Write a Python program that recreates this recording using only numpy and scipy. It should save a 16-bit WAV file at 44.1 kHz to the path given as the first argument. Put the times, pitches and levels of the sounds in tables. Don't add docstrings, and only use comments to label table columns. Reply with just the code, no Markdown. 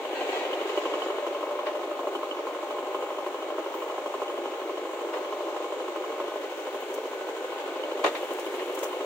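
import sys
import numpy as np
from scipy import signal
from scipy.fft import rfft, irfft
from scipy.io import wavfile
from scipy.ndimage import uniform_filter1d

SR = 44100
rng = np.random.default_rng(int(sys.argv[2]) if len(sys.argv) > 2 else 0)


def transcribe(signal):
    frames = np.atleast_2d(signal).T
    limited = np.clip(frames, -1, 1)
    pcm = np.round(limited * 32767).astype(np.int16)
    wavfile.write(sys.argv[1], SR, pcm)


N = 399105
T = np.arange(N) / SR
HZ = np.arange(N // 2 + 1) * SR / N + 1e-3


def undb(db):
    return 10 ** (np.asarray(db) / 20)


def unit(x):
    return x / np.sqrt(np.mean(x ** 2))


def noise():
    return rng.standard_normal((2, N))


def curve(table):
    s, values = np.transpose(table)
    return np.interp(T, s, values)


def over_hz(table):
    hz, values = np.transpose(table)
    return np.interp(np.log(HZ), np.log(hz), values)


def ring(x, modes, sign=-1):
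    gain = 0
    for k, (hz, width_hz, db) in enumerate(modes):
        gain = gain + sign ** k * undb(db) / (1 + 1j * (HZ - hz * hz / HZ) / width_hz)
    return irfft(rfft(x) * gain, N)


def soften(x, top_hz):
    return signal.sosfilt(signal.butter(4, top_hz, fs=SR, output="sos"), x)


def walk(rate):
    hold = int(SR / rate)
    steps = np.repeat(rng.standard_normal(N // hold + 1), hold)
    return 1.294 * uniform_filter1d(uniform_filter1d(steps, hold), hold)[:N]


def swell(s, length, db, rise, fall):
    fall_db = 20 * np.clip(T - s - length, 0, None) / fall
    return undb(db - fall_db) * np.clip((T - s) / rise, 0, 1)


def decay(s, db, rise, tau):
    fading = np.exp(-np.clip(T - s - rise, 0, None) / tau)
    return undb(db) * fading * np.clip((T - s) / rise, 0, 1)


def bands(spectrum, gate, flicker_db):
    out, colour, octave = 0, undb(over_hz(spectrum)), np.log2(HZ / 30)
    for centre in np.arange(0, 9.6, .5):
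        share = np.cos(np.pi * np.clip(octave - centre, -.5, .5))
        band = irfft(rfft(gate * noise()) * colour * share, N)
        out = out + undb(flicker_db * walk(9)) * band
    return unit(out)


# (time [s], crank speed [rpm])
CRANK_SPEED = [(0, 1510.6), (1.15, 1457.4), (2, 1510), (4.2, 1507.6), (4.8, 1524), (6.1, 1504.6),
               (6.7, 1560.2), (7.9, 1522.6), (9.05, 1556.6)]
# (time [s], load [0-1])
ENGINE_LOAD = [(0, 0.55), (.6, 0.66), (.8, 1), (4.3, 0.82), (4.6, 0.7), (6.2, 0.85), (6.5, 0.22),
               (7.4, 0.36), (7.9, 0.66), (8.4, 0.36), (9.05, 0.44)]
# (time [s], extra level [dB])
HARD_FIRINGS = [(.774, 4), (.937, 2), (1.020, 2), (1.267, 3), (1.595, 2), (1.99, 2), (2.070, 2), (2.149, 4),
                (2.230, 2), (2.469, 3), (2.945, 3), (3.024, 3), (3.263, 3), (3.581, 3), (3.819, 2),
                (3.979, 2), (4.06, 3), (4.14, 2), (4.221, 4), (5.325, 2), (5.562, 2), (6.203, 3),
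                (6.669, 2), (6.744, 3), (7.29, 2), (8.31, 3), (8.542, 2)]
START_CYCLE = -.186
EARLY_STROKES = .02
FOURTH_UNLOADED_DB = -8


def firings(lag, cylinder_db, scatter_db, burn, chosen=HARD_FIRINGS):
    rpm = curve(CRANK_SPEED)
    strokes = 4 * (START_CYCLE + np.cumsum(rpm) / 120 / SR - lag + 2)
    strokes = strokes + EARLY_STROKES * np.interp(strokes, np.arange(len(burn)), burn)
    count = strokes.astype(int)
    stroke_db = scatter_db * (burn + rng.standard_normal(len(burn))) / np.sqrt(2)
    s, extra_db = np.transpose(chosen)
    stroke_db[np.round(np.interp(s, T, strokes)).astype(int)] = extra_db
    unloaded = np.clip(1 - 2 * curve(ENGINE_LOAD), 0, 1)
    db = np.take(cylinder_db, count % 4) + (count % 4 == 3) * FOURTH_UNLOADED_DB * unloaded
    return (strokes - count) * 30 / rpm, undb(db + stroke_db[count])


def puffs(firing, decay_s, steady):
    since, size = firing
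    return steady + size * np.exp(-since / decay_s)


def blows(firing, tail, steady):
    since, size = firing
    step = size * (np.diff(since, prepend=0) < -1 / SR / 2)
    rattle = (steady + tail * size * np.exp(-since / .008)) * noise()
    return np.array([step, np.roll(step, 9)]) + rattle


# (time [s], length [s], level before its filter [dB])
SOIL_POURS = [(6.3, 1, -65), (8.0, 0.95, -56)]
# (time [s], peak before the filters [dB], decay [s], lowest frequency [Hz])
GRIT_TICKS = [(3.735, -37, 0.098, 12500), (6.802, -35, .01, 13000), (6.938, -31.5, 0.0097, 6100),
              (8.33, -34, 0.01, 8000), (8.391, -35, 0.017, 5500), (8.745, -34.5, 0.017, 6040),
              (8.785, -32, 0.02, 5400), (8.829, -28, 0.02, 5070)]
POUR_RISE_S, POUR_FALL_S, GRIT_RISE_S = 0.061, 0.23, 0.014


def grit():
    flow = sum(swell(*row, POUR_RISE_S, POUR_FALL_S) for row in SOIL_POURS)
    out = flow * undb(2.1 * walk(110)) * ring(noise(), [(10800, 44000, 1.8)])
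    for s, db, tau, low_hz in GRIT_TICKS:
        clicks = decay(s - GRIT_RISE_S / 2, db, GRIT_RISE_S, tau) * undb(1.7 * walk(300)) * noise()
        clicks = ring(clicks, [(6340, 2900, -3.5), (15100, 2400, -3), (11000, 7300, -18)], 0.62)
        out = out + signal.sosfilt(signal.butter(4, low_hz, "high", fs=SR, output="sos"), clicks)
    return out


# (time [s], length [s], level [dB])
PUMP_STROKES = [(6.152, 0.84, -53.5), (7.002, 0.76, -49), (8.306, 0.22, -54)]
PUMP_HZ, PUMP_WIDTH_HZ = 1496, 26
PUMP_RISE_S, PUMP_FALL_S = 0.16, 0.19


def pump():
    flow = sum(swell(*row, PUMP_RISE_S, PUMP_FALL_S) for row in PUMP_STROKES)
    return flow * unit(ring(noise(), [(PUMP_HZ, PUMP_WIDTH_HZ, 0)]))


KNOCK_CYLINDERS = [-9, 0, -14, -6]
GEAR_TEETH, RATED_RPM = 24, 1510
GEAR_DB, GEAR_LOAD_DB, GEAR_LABOUR_DB_PER_RPM = -48.5, 9, 0.12


def gear():
    rpm = curve(CRANK_SPEED)
    turns = np.cumsum(rpm * (1 + .012 * walk(25))) / 60 / SR
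    level_db = GEAR_DB + GEAR_LOAD_DB * curve(ENGINE_LOAD) + GEAR_LABOUR_DB_PER_RPM * (RATED_RPM - rpm)
    level_db = level_db + 3.0 * walk(40)
    jolts = puffs(firings(.19, KNOCK_CYLINDERS, 1.2, rng.standard_normal(N // 500)), .03, .3)
    hum = undb(level_db) * jolts * np.sin(2 * np.pi * GEAR_TEETH * turns)
    return hum * np.array([[np.sqrt(2)], [0]])


# (time [s], length [s], steel singing level [dB], stony rasp level [dB])
SCRAPES = [(0.142, 0.04, -34, -52.5), (0.194, 0.39, -42.5, -52.5), (0.315, 0.052, -37, -51),
           (0.653, 0.39, -48, -49)]
# (frequency [Hz], relative level [dB])
BUCKET_PARTIALS = [(716, 5), (785, 9), (890, 5), (1590, -2), (1760, -10), (1900, 1), (1965, 0), (2150, -7),
                   (2360, -3), (2480, -4), (2580, 0), (2760, -2), (3260, -7), (3540, -10), (3850, -9),
                   (4020, -7), (4420, -9)]
SCRAPE_RISE_S, SCRAPE_FALL_S = 0.019, 0.15


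def bucket():
    singing, rasping = (sum(swell(s, length, dbs[k], SCRAPE_RISE_S, SCRAPE_FALL_S)
                            for s, length, *dbs in SCRAPES) for k in range(2))
    grains = undb(2.0 * walk(62.0)) * noise()
    rasp = ring(ring(grains, [(2720, 1100, -0.5), (7260, 760, -1)]), [(3500, 3100, 0)])
    partials = [(hz, 30, db / 2) for hz, db in BUCKET_PARTIALS]
    song = ring(ring(grains, partials), partials)
    return singing * unit(song) + rasping * unit(soften(rasp, 11000))


# (time [s], peak [dB], rise [s], decay [s], boom over peak [dB], hardness over peak [dB])
LINKAGE_CLANKS = [(1.654, -41.5, 0.014, 0.032, 6.5, -36), (5.125, -45.5, 0.014, 0.04, 11, -57),
                  (8.037, -28.5, 0.008, 0.016, 8, -6), (8.06, -33.5, 0.0042, 0.025, -5, -5),
                  (8.147, -38.5, 0.0044, 0.033, 1, -34), (8.574, -43, 0.021, 0.022, 2, -24),
                  (8.827, -43, 0.0026, 0.013, 7, -30)]
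# (frequency [Hz], relative level [dB], 60 dB decay time [s])
ARM_MODES = [(479, -12, .06), (641, -12, .06), (991, -17, .06), (1249, -20, .07), (1384, -26, .07),
             (1879, -24, .055), (2064, -25, .04), (2288, -30, .07), (2482, -26, .045), (2762, -30, .035),
             (2912, -30, .08), (3472, -33, .05), (3720, -30, .045), (3924, -35, .06)]
STRIKE_DB = 28


def clanks():
    def rough(k):
        envelope = sum(decay(s, db + [0, boom_db, hard_db][k], rise, tau)
                       for s, db, rise, tau, boom_db, hard_db in LINKAGE_CLANKS)
        return envelope * undb(1.0 * walk(250)) * noise()

    hits, booms, snaps = rough(0), rough(1), rough(2)
    s, db, rise, _, boom_db, _ = np.transpose(LINKAGE_CLANKS)
    strikes = np.zeros((2, N))
    strikes[:, ((s + rise) * SR).astype(int)] = undb([db + STRIKE_DB, db + boom_db + STRIKE_DB])
    modes = [(hz, np.log(1000) / np.pi / t60, db) for hz, db, t60 in ARM_MODES]
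    high, low = [m for m in modes if m[0] > 1450], [m for m in modes if m[0] <= 1450]
    crack = soften(ring(hits, [(2430, 2400, 10.0)]), 4100)
    treble = soften(ring(snaps, [(6700, 1200, 3.9)]), 9200)
    boom = ring(ring(booms, [(580, 800, 20.7)]), [(640, 650, 0)])
    thump = soften(ring(snaps, [(165, 100, 37.0)]), 180)
    arm = undb(41) * soften(ring(hits + strikes[0], high), 4500)
    arm = arm + undb(32.5) * ring(booms + strikes[1], low)
    return crack + treble + boom + thump + arm


CLATTER_CYLINDERS = [-2, 0, -5, -4]
# (frequency [Hz], relative level [dB])
ROAR_SPECTRUM = [(250, -13), (330, 1.5), (460, 2.5), (740, -4.5), (1000, -6), (1350, -12.5), (1700, -19),
                 (2400, -43)]


def fan_roar(burn):
    return bands(ROAR_SPECTRUM, puffs(firings(.21, CLATTER_CYLINDERS, .8, burn), .014, .85), 0.87)


# (frequency [Hz], relative level [dB])
RUSH_SPECTRUM = [(500, -33), (1200, -44), (1600, -0.5), (3000, 1.5), (4200, -8.5), (4950, -21), (6000, -55)]
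HISS_SPECTRUM = [(4000, -5), (4950, -9.5), (6900, -3.5), (8500, -11), (10700, -22.5), (13000, -23),
                 (15800, -9.5)]


def gas_noise(burn):
    gas = firings(.21, CLATTER_CYLINDERS, 1.0, burn)
    rush = bands(RUSH_SPECTRUM, puffs(gas, 0.029, 2.0), 0.5)
    hiss = bands(HISS_SPECTRUM, puffs(gas, 0.092, 1.5), 1.0)
    return rush, hiss


SPIT_CYLINDERS = [0, 0, -1, -3]
# (frequency [Hz], width [Hz], relative level [dB])
INJECTOR_MODES = [(11830, 60, 0), (12300, 50, -4), (14800, 100, -1), (14500, 3000, -8)]


def injector_spit(burn):
    return unit(ring(puffs(firings(.16, SPIT_CYLINDERS, 1.4, burn), .007, .2) * noise(), INJECTOR_MODES))


# (frequency [Hz], width [Hz], relative level [dB])
COVER_MODES = [(1488, 15, 8), (1994, 110, -1.5), (2235, 46, 8.5), (3550, 65, -20)]


def valve_clatter(burn):
    blow = blows(firings(0.17, CLATTER_CYLINDERS, 1.28, burn), 0.053, 0.094)
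    return unit(soften(ring(blow, COVER_MODES), 3100))


TICK_CYLINDERS = [-7, 0, -14, -12]
# (time [s], extra level [dB])
LOUD_TICKS = [(.055, 3), (.132, 6), (.451, 0), (.531, 6), (.61, 0), (.772, 8), (.937, 3.5), (1.02, 7),
              (2.148, 11), (2.31, 14), (2.945, 7), (4.28, 14), (4.46, 6), (7.837, 8)]
# (frequency [Hz], width [Hz], relative level [dB])
TAPPET_MODES = [(2900, 36, 0), (3070, 45, -1)]


def tappet_tick(burn):
    blow = blows(firings(.19, TICK_CYLINDERS, 1.6, burn, LOUD_TICKS), .03, .002)
    return unit(ring(ring(blow, TAPPET_MODES), [(3000, 500, 0)]))


# (frequency [Hz], width [Hz], relative level [dB])
BLOCK_MODES = [(1063.3, 35, 11), (1240.6, 12.7, 6.2)]


def block_knock(burn):
    blow = blows(firings(.185, KNOCK_CYLINDERS, .8, burn), .02, .003)
    return unit(ring(ring(blow, BLOCK_MODES, 1), [(1130, 650, 0)]))


RING_CYLINDERS = [-4, 0, -1, -5]
# (frequency [Hz], width [Hz], relative level [dB])
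PIPE_MODES = [(549, 18, -2.5), (584, 20.3, 7), (813, 16.7, -0.5)]


def pipe_ring(burn):
    blow = blows(firings(.175, RING_CYLINDERS, 1.0, burn), .022, .008)
    return unit(ring(ring(blow, PIPE_MODES, 1), [(680, 700, 0)]))


THUD_CYLINDERS = [-9, 0, -13, -2]
# (frequency [Hz], width [Hz], relative level [dB])
EXHAUST_MODES = [(277.7, 14, 5.5), (371.3, 34, 7), (393.4, 27, 10), (515.7, 37, 12.5), (764, 98, -7.5)]


def exhaust_thud(burn):
    blow = blows(firings(.195, THUD_CYLINDERS, 1.0, burn), .03, .007)
    return unit(soften(ring(blow, EXHAUST_MODES, 1), 850))


# (time [s], facing [0-1])
PHONE_FACING = [(0, 0.48), (.3, 1), (1.0, 0.71), (1.5, 0.09), (2.5, 0.08), (7.3, 0.2), (8.1, 0.47),
                (9.05, 0.48)]
# (reference level [dB], gain at full load [dB], gain when faced [dB])
ENGINE_PARTS = [(-37.5, -3, 4), (-41, 3.5, -3.5), (-51.5, 11, 1), (-38, 2.5, 4), (-48.5, 0.5, 7),
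                (-58.5, 5, 12.5), (-59, -1.74, 2)]


def engine():
    load, facing = curve(ENGINE_LOAD), curve(PHONE_FACING)
    thud, pipe, knock, roar, clatter, tick, treble = (
        undb(db + load * load_db + facing * faced_db) for db, load_db, faced_db in ENGINE_PARTS)
    burn = rng.standard_normal(N // 500)
    rush, hiss = gas_noise(burn)
    return (roar * fan_roar(burn)
            + clatter * (rush + 0.48 * valve_clatter(burn))
            + treble * (2.83 * hiss + .45 * injector_spit(burn))
            + tick * tappet_tick(burn)
            + knock * block_knock(burn)
            + pipe * pipe_ring(burn)
            + thud * exhaust_thud(burn))


# (frequency [Hz], left-right correlation)
PORT_LIKENESS = [(60, 1), (290, 0.93), (640, 1), (1400, 0.33), (2500, 0.26), (4000, 0.11), (8000, 0.04),
                 (15000, 0.06)]
# (frequency [Hz], level difference [dB])
PORT_BALANCE = [(60, -1.5), (110, 3), (200, 1.5), (380, -1), (700, 1.5), (1290, -2), (2380, 2.5),
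                (4400, 5.5), (8120, 3.5), (15000, 6)]
LEFT_LEAD_S = .00009


def scene():
    direct, scattered = rfft(grit() + pump() + gear() + bucket() + clanks() + engine())
    alike = np.clip(over_hz(PORT_LIKENESS), -.9, .99)
    side = np.array([[1], [-1]])
    ports = np.sqrt((1 + alike) / 2) * direct + side * np.sqrt((1 - alike) / 2) * scattered
    lead = np.exp(1j * np.pi * side * HZ * LEFT_LEAD_S)
    return irfft(ports * lead * undb(side * over_hz(PORT_BALANCE) / 2), N)


LOW_CUT_HZ, LEAK_DB, TOP_HZ = 284.3, -40.5, 15760


def record(dry):
    cut = signal.sosfilt(signal.butter(9, LOW_CUT_HZ, "high", fs=SR, output="sos"), dry)
    cut = cut + undb(LEAK_DB) * dry
    return signal.sosfilt(signal.ellip(12, .2, 80, TOP_HZ, fs=SR, output="sos"), cut)


dry = scene()
out = record(dry)
transcribe(out)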